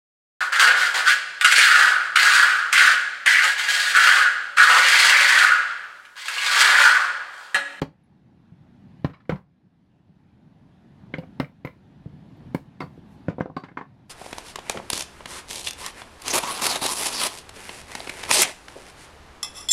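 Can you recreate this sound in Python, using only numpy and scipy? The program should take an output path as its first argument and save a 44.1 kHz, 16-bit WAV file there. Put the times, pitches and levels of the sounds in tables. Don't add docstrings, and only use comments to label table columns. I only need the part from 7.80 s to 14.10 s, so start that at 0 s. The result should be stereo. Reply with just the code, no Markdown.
import sys
import numpy as np
from scipy import signal
from scipy.fft import rfft, irfft, next_fast_len
from scipy.io import wavfile
from scipy.ndimage import uniform_filter1d, minimum_filter1d

SR = 44100
rng = np.random.default_rng(int(sys.argv[2]) if len(sys.argv) > 2 else 0)


def wrap_up_sound(samples):
    columns = np.atleast_2d(samples).T
    tamed = np.clip(columns, -1, 1)
    steps = np.round(tamed * 32767).astype(np.int16)
    wavfile.write(sys.argv[1], SR, steps)


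N = 277653
LEAD = 300


def contact(level_db, frame_db, steel_db, splinter_db, chatter_s, blade_hz, board_hz,
            focus_db, crunch_db, top_db):
    t = (np.arange(8000) - LEAD) / SR
    fading = np.exp(-np.maximum(t, 0) / chatter_s) * (t > 0)
    slips = .5 * rng.standard_normal(len(t)) * (rng.random(len(t)) < 2500 / SR) * fading
    grind = gain_of(-28 - 60 * abs(t) / .11) * rng.standard_normal(len(t)) * (t > 0)
    knock = slips + (t == 0)
    push = knock + .12 * grind
    crack = gain_of(splinter_db) * splinters(t, knock, tilt_db=min(-16.5 + .3 * splinter_db, 0))
    lightness = 1 / (1 + gain_of(2 * (frame_db + 7.5)))
    bench = bench_thud(.4 * slips + (t == 0), frame_db, top_db, spot_hz=275 * (1 + .47 * lightness))
    board = board_ring(push, board_hz) + gain_of(crunch_db) * crunch(t, grind, slips)
    steel = gain_of(steel_db) * (blade_ring(push, blade_hz, focus_db) + crack)
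    return gain_of(level_db) * (bench + board + steel)


def bench_thud(push, frame_db, top_db, spot_hz):
    # frequency in Hz, relative level in dB, 60 dB decay time in seconds.
    frame_modes = [(117.7, -19, 0.01), (157.3, 1, 0.094), (180.8, 0.5, 0.086)]
    top_modes = [(213, -7, 0.049), (275, -4, 0.042), (328.5, -9, 0.027), (408.3, -15.5, 0.039)]
    shove = np.diff(softened(np.roll(push, 30), .00055), prepend=0)
    swing = -softened(np.roll(push, 110), .0001)
    frame = ring(frame_modes, swing, spot_hz=146, focus_db=4.5, vary_db=5.5, detune=.019)
    top = ring(top_modes, shove, spot_hz, focus_db=12, vary_db=3, detune=.0034)
    return gain_of(frame_db) * frame + gain_of(top_db) * top


def board_ring(push, spot_hz):
    # frequency in Hz, relative level in dB, 60 dB decay time in seconds.
    modes = [(500, -1, .028), (580, -5, .022), (665, -5, .022), (760, -2, .022), (850, -3, .022),
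             (935, -1, .022), (1050, -2, .022), (1205, -4, .02), (1350, -5, .018)]
    return ring(modes, softened(push, .000041), spot_hz, focus_db=11.5, vary_db=2, detune=.047, count=3)


def blade_ring(push, spot_hz, focus_db):
    # frequency in Hz, relative level in dB, ungripped 60 dB decay time in seconds.
    modes = [(1490, -2, .016), (1620, -2, .016), (1770, -2, .02), (1950, -4, .018), (2083, -1, .024),
             (2250, -1, .022), (2500, -5, .015), (2770, -8, .013), (3112, -8, .014), (3400, -9, .012),
             (3700, -5, .015), (4200, -6, .012), (4600, -6, .016), (5200, -9, .012)]
    gripped = np.multiply(modes, [1, 1, .94])
    force = softened(push, .00005)
    return ring(gripped, force, spot_hz, max(focus_db, 0), vary_db=4, detune=.032, count=3)


def crunch(t, grind, slips):
    # frequency in Hz, gain in dB.
    spectrum = [(200, -24), (450, -1), (800, 9), (1400, 12), (2500, 3.5), (4500, -11), (7000, -21.5),
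                (16000, -45)]
    envelope = gain_of(-60 * abs(t)) * np.clip(t / .0056, 0, 1)
    return colour(grind * envelope + .076 * slips, spectrum)


def splinters(t, knock, tilt_db):
    # frequency in Hz, relative gain in dB before the tilt of tilt_db per octave.
    spectrum = [(4000, -22.5), (5500, -12.5), (8000, -11), (11000, -13.5), (13500, -14), (16000, -40.5)]
    burst = gain_of(-60 * abs(t) / .022) + gain_of(-13.5 - 60 * abs(t) / .074)
    onset = 1 - np.exp(-np.maximum(t, 0) / .0029)
    fibres = .093 * rng.standard_normal(len(t)) * burst * onset
    tilted = [(hz, db + tilt_db * np.log2(hz)) for hz, db in spectrum]
    return peaked(colour(.045 * knock + fibres, tilted))


def snap(db, tilt_db, length_s, fizz_db):
    t = (np.arange(6000) - LEAD) / SR
    pulse = np.exp(-(4 * t / length_s - 2) ** 2)
    fizz = gain_of(fizz_db - 60 * t / .27) * np.clip(t / .0042, 0, 1)
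    burst = rng.standard_normal(len(t)) * (pulse + fizz)
    spectrum = [(700, -3 * tilt_db - 12), (2000, -2 * tilt_db), (16000, tilt_db)]
    return gain_of(db) * peaked(colour(burst, spectrum))


def ping(db, hz, t60, slide):
    t = np.arange(5000) / SR
    envelope = gain_of(db - 60 * t / t60) * (1 - np.exp(-t / .0022))
    return envelope * np.sin(2 * np.pi * hz * t * (1 - slide * t))


def ring(modes, push, spot_hz, focus_db, vary_db, detune, count=1):
    t = np.arange(len(push) // 2) / SR
    hz, db, t60 = np.repeat(np.transpose(modes), count, axis=1)[:, :, None]
    db = db - focus_db * abs(np.log2(hz / spot_hz)) + vary_db * rng.standard_normal(hz.shape)
    hz = hz * (1 + detune * rng.standard_normal(hz.shape))
    sense = (-1.) ** (np.arange(len(hz))[:, None] // count) if count > 1 else 1
    response = (sense * gain_of(db - 60 * t / t60) * np.sin(2 * np.pi * hz * t)).sum(0)
    response *= np.hanning(2 * len(t))[len(t):]
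    return peaked(signal.fftconvolve(push, response)[:len(push)])


def softened(push, contact_s):
    u = np.arange(-LEAD // 2, LEAD // 2) / SR / contact_s
    return signal.fftconvolve(push, np.exp(-u ** 2), "same")


def reflections(x):
    # frequency in Hz, 60 dB decay time in seconds.
    decay = [(100, 0.27), (260, 0.18), (700, 0.23), (1840, 0.19), (4850, 0.16), (12800, 0.12)]
    # frequency in Hz, gain in dB.
    mid_spectrum = [(100, -11), (400, -10.5), (800, -11), (2000, -11), (5000, -6.5), (12000, -1.5)]
    side_spectrum = [(100, -31.5), (300, -21.5), (600, -18), (1500, -20), (5000, -10.5), (12000, 3)]
    size, shift_hz = SR // 3, .834
    taps = np.zeros((3, 2, size))
    grid = np.arange(60, size - 20, 20)
    arrivals = grid + rng.integers(0, 20, (3, 2, len(grid)))
    np.put_along_axis(taps, arrivals, rng.choice([-1., 1.], arrivals.shape), 2)
    hz, t, spectra = signal.stft(taps, SR, nperseg=256)
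    t60 = read(decay, hz)[:, None] * [[[1]], [[.47]]]
    tails = signal.istft(spectra * gain_of(-60 * t / t60), SR, nperseg=256)[1]
    tails /= np.linalg.norm(tails, axis=2)[..., None]
    cycles = shift_hz * np.arange(N) / SR + np.arange(3)[:, None, None] / 3
    crossfade = np.sqrt(2 / 3) * np.cos(2 * np.pi * cycles)
    mid, side = signal.fftconvolve(x * crossfade, tails, axes=2).sum(0)[:, :N]
    return colour(mid, mid_spectrum) + colour(side, side_spectrum) * [[1], [-1]]


def rustle():
    # time in seconds, level in dB.
    levels = [(5.05, -83), (5.1, -70), (5.17, -65), (5.218, -77.5), (5.33, -60), (5.42, -74.5), (5.6, -90),
              (6.259, -86), (6.29, -58)]
    times, db = np.transpose(levels)
    spectrum = [(800, 4.5), (3000, .5), (9000, -3), (13000, -4), (16000, -31)]
    noise = colour(rng.standard_normal((2, N)), spectrum)
    return noise / noise.std() * gain_of(np.interp(np.arange(N) / SR, times, db, left=-130))


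def room_air():
    # frequency in Hz, relative spectral density in dB.
    spectrum = [(15, -41), (28, -39), (58, -13), (92, -8), (114, -0.5), (166, 0), (270, -7.5), (463, -23),
                (840, -21), (1230, -31), (1740, -29.5), (2220, -34.5), (3720, -37.5), (8000, -54),
                (10400, -54), (13600, -61), (16000, -85)]
    # frequency in Hz, left-right correlation.
    coherence = [(60, 1.0), (180, 0.99), (550, 0.92), (1650, 0.94), (4970, 0.83), (15000, 0.058)]
    # frequency in Hz, height above the hiss in dB, width in Hz.
    whines = [(10320, 7, 100), (13650, 10, 90)]
    frames, hz = N // 256 + 5, np.fft.rfftfreq(1024, 1 / SR)
    a, b, c, d, drift = rng.standard_normal((frames, 513, 5)).T
    drift = uniform_filter1d(uniform_filter1d(drift, 8, 0), 12, 1)
    alike = read(coherence, hz)[:, None]
    left = a + 1j * b
    right = alike * left + np.sqrt(1 - alike ** 2) * (c + 1j * d)
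    whines_db = sum(db * np.exp(-((hz - f) / width) ** 2) for f, db, width in whines)
    gain = gain_of((read(spectrum, hz) + whines_db)[:, None] + 1.4 * drift / drift.std())
    air = signal.istft(np.array([left, right]) * gain, nperseg=1024, noverlap=768)[1][:, :N]
    return gain_of(-39.5) * air / air.std()


def gain_of(db):
    return 10 ** (np.asarray(db) / 20)


def read(points, hz):
    f, value = np.transpose(points)
    return np.interp(np.log(hz + 1), np.log(f + 1), value)


def colour(x, points):
    size = next_fast_len(x.shape[-1])
    gain = gain_of(read(points, np.fft.rfftfreq(size, 1 / SR)))
    return irfft(rfft(x, size) * gain, size)[..., :x.shape[-1]]


def peaked(x):
    return x / (abs(x).max() + 1e-12)


def add(mix, start_s, sound):
    part = mix[round(start_s * SR):][:len(sound)]
    part += sound[:len(part)]


def scene():
    # start in seconds, board level in dB, frame and steel in dB re board,
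    # splinters in dB re steel, chatter time in seconds, favoured blade and board frequencies in Hz,
    # blade focus in dB per octave, crunch and bench top in dB re board.
    blows = [(0.0185, -4.5, 5, -5.5, 0, 0.0065, 2400, 605, -4, 8.5, 6.5),
             (1.246, -7.5, 9, -4.5, -28, 0.0038, 1510, 877, 4, 19, 8.5),
             (1.4945, 5, -5.5, -13.5, -12, 0.0035, 3050, 480, 22, 17, 1.7),
             (3.3388, -18.5, -3.5, 6.5, -50, 0.0024, 2220, 560, 19.5, 18.5, 5.5),
             (3.5992, -9.5, -1, -3, -11, 0.0084, 1810, 555, 0, 21.5, 5),
             (3.8483, -15.5, 4, 0, -21, 0.0026, 2340, 690, 7.5, 17, 6),
             (4.7472, -13.5, 2, -5.5, -5, 0.0029, 1760, 530, 9, 13, 6.5),
             (5.005, -15.5, -14, -1, -3, 0.0081, 1950, 960, -3, 13, 1.5)]
    rebounds = [(0.0255, -9.5, -1, -16, -20, 0.0024, 2400, 796, 6, 15.6, 9),
                (1.295, -23, -3, -10, -35, 0.0048, 1490, 500, 8.2, 20, -1),
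                (1.3342, -26, -36, -4.5, -16, 0.018, 1790, 1050, 3.8, 21, -17),
                (1.402, -39.5, -9, 3, -16, 0.01, 1980, 1000, 5.6, 27, -8),
                (1.454, -42, -21, 1.5, -16, 0.0044, 1880, 1050, 7.6, 11, -13),
                (1.506, -7.5, -3, -3, -27, 0.0013, 1660, 930, 14, 7.4, -2.5),
                (1.5196, -6, 13, -1.5, -17.5, 0.012, 1600, 920, 6.4, 15, 4.5),
                (1.558, -18, -4, -3, -6.5, 0.0053, 1610, 826, 4.3, 23, 5.5),
                (3.3835, -17, 0.5, -12.5, -10, 0.006, 3070, 490, 6.1, 3.2, 1.5),
                (3.422, -38, -3, -19, -30, 0.0023, 1900, 800, 8, 8, -1),
                (3.4336, -29.5, -12, -11.5, -43, 0.0034, 2090, 650, 16, 6.2, -3),
                (3.628, -25.5, 13, -30, -11, 0.0027, 2100, 500, 6, 5, 7),
                (3.6447, -32, -1, 9, -37, 0.0017, 2130, 680, 22, 16, -2.2),
                (3.8724, -21, -20, 0.5, -24, 0.0016, 2010, 566, 8.1, 12, -17),
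                (5.0157, -18.5, -6, -9.5, -3, 0.0081, 2040, 970, 4.3, 8.1, -2.5),
                (5.0235, -19, -11, -16, -12, 0.0027, 2200, 950, 5, 5.8, -7.5),
                (5.036, -35.5, 16, -8, -15, 0.003, 1700, 710, 5, 12, 2)]
    hammer_drops = [(5.4837, -14, 5, -8, -55, 0.0015, 1474, 520, 40, 12, 8),
                    (5.496, -28, 3, -7, 0, 0.018, 2400, 800, 2.5, 9, 10),
                    (5.583, -14.5, -18, -28, -23, 0.00094, 1690, 600, 12, -3, -1.5),
                    (5.591, -21, -7, -19, -22, 0.0019, 1690, 600, 8, 0, 1.2),
                    (5.6067, -6.5, -3, -6, -45, 0.0015, 1620, 700, 15.4, 8.5, 3),
                    (5.618, -23.5, -9, -14, -5, 0.0061, 2400, 650, 2.5, 16, 3),
                    (5.6578, -10.5, -17, -21, -30, 0.0016, 1800, 700, 8.9, -1, -1.8),
                    (5.6986, -19, -3, -31, -29, 0.0014, 1630, 700, 8, -7, 2.5)]
    board_knocks = [(5.766, -5.5, -11.5, -13, -1.5, 0.0057, 3840, 900, 15, 7.7, -1.2),
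                    (5.798, -38, -22, -0.5, 1, 0.008, 4000, 950, 2.5, 21, 2),
                    (5.8362, -22.5, -6, -0.5, -35, 0.0026, 2040, 890, 3.4, 26.4, 7),
                    (5.8844, -29.5, -23, 1, -24, 0.0098, 1790, 800, 13, 16, -3),
                    (5.915, -37, -3, 1.5, -27, 0.0078, 1660, 700, 13, 14, 9),
                    (5.972, -6.5, -28, -5.5, -52, 0.0052, 1770, 895, 24, 11, -9),
                    (5.987, -18.5, -25, -1, -42, 0.0035, 1760, 1010, 22, 8, -5),
                    (6.011, -15, -15, -7, -40, 0.0047, 1760, 960, 54, 9, -2.2)]
    # start in seconds, frame and bench top levels in dB.
    edge_sets = [(0.7183, -21.5, -56), (2.291, -25, -56), (4.259, -15.5, -20.5), (4.334, -24.5, -51.5),
                 (5.177, -30.5, -25.5)]
    # start in seconds, level in dB, frequency in Hz, 60 dB decay time in seconds,
    # half the fractional fall in pitch per second.
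    pings = [(0.028, -24, 4650, 0.033, 0.0081), (0.235, -48, 11000, 0.041, 2.8),
             (4.569, -54, 12100, 0.011, 1.5), (5.012, -33, 4510, 0.063, .01),
             (5.772, -38, 4540, 0.096, .01), (5.978, -41, 4580, 0.047, .01),
             (5.617, -36, 5850, 0.02, 0.013)]
    # start in seconds, level in dB, treble tilt in dB per octave, length in seconds,
    # fizz in dB re the burst.
    dry_cracks = [(0.0153, -10.5, -6, 0.0039, -26), (1.2436, -41.5, 1, 0.0032, -4.5),
                  (1.4925, -30, -2.5, 0.003, -14), (1.497, -31.5, -0.6, 0.0036, -12),
                  (1.52, -29.5, -3, 0.0025, -11.5), (3.383, -39, -1.5, 0.0042, -16),
                  (3.599, -26, 2, 0.0025, -22), (3.6007, -30, 0, 0.0035, -15), (3.851, -29, 1, 0.0028, -21),
                  (3.854, -42.5, 0.6, 0.003, -19), (4.745, -25.5, -5.5, 0.0078, -16),
                  (5.0032, -27, -5, 0.0019, -14.5), (5.4828, -29, -14.5, 0.00196, -21),
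                  (5.603, -22, -13, 0.0023, -21), (5.764, -34, -10, 0.003, -14),
                  (5.769, -39, -12, 0.004, -12), (5.887, -40, -10, 0.0026, -16),
                  (5.9625, -34, -22, 0.0017, -16)]
    work, side, snaps = np.zeros((3, N))
    for rows, lean, lead_rad in [(blows, .03, .17), (rebounds, .03, .17),
                                 (hammer_drops, .02, .45), (board_knocks, .02, .22)]:
        for start, *row in rows:
            sound = contact(*row)
            add(work, start - LEAD / SR, sound)
            add(side, start - LEAD / SR, lean * sound - lead_rad / 2 * signal.hilbert(sound).imag)
    impulse = 1. * (np.arange(8000) == LEAD)
    for start, *row in edge_sets:
        add(work, start - LEAD / SR, bench_thud(impulse, *row, spot_hz=275))
    for start, *row in pings:
        add(work, start, ping(*row))
    for start, *row in dry_cracks:
        add(snaps, start - LEAD / SR, snap(*row))
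    side = signal.lfilter(*signal.butter(1, 330, "high", fs=SR), side)
    work = signal.lfilter(*signal.butter(2, 70, "high", fs=SR), work)
    direct = work + side * [[1], [-1]] + snaps * gain_of([[-.8], [.8]])
    return direct + reflections(work + snaps) + room_air() + rustle()


def record(dry):
    threshold_db, attack_s, hold_s, recovery_db_per_s, ceiling = -25, .0038, .15, 9.04, .256
    sensed = signal.lfilter(*signal.butter(1, 400, "high", fs=SR), dry.mean(0))
    power = signal.lfilter(np.ones(180) / 180, 1, sensed ** 2)
    over_db = 10 * np.log10(power + 1e-12) - threshold_db
    over_db[0] = 14
    hold = round(hold_s * SR)
    held_db = -minimum_filter1d(-np.r_[np.full(hold, -99.), over_db], hold)[hold // 2:][:N]
    recovery_db = np.arange(N) * recovery_db_per_s / SR
    duck_db = np.maximum(np.maximum.accumulate(held_db + recovery_db) - recovery_db, 0)
    step = 1 / (attack_s * SR)
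    smooth_db = signal.lfilter([step], [1, step - 1], duck_db - duck_db[0]) + duck_db[0]
    ducked = dry / gain_of(smooth_db)
    clipped = ceiling * np.sqrt(np.tanh((ducked / ceiling) ** 2)) * np.sign(ducked)
    lowpass = signal.firwin(255, 16200, window=("kaiser", 9), fs=SR)
    return signal.oaconvolve(clipped, lowpass[None], "same")


dry = scene()
out = record(dry)
wrap_up_sound(out)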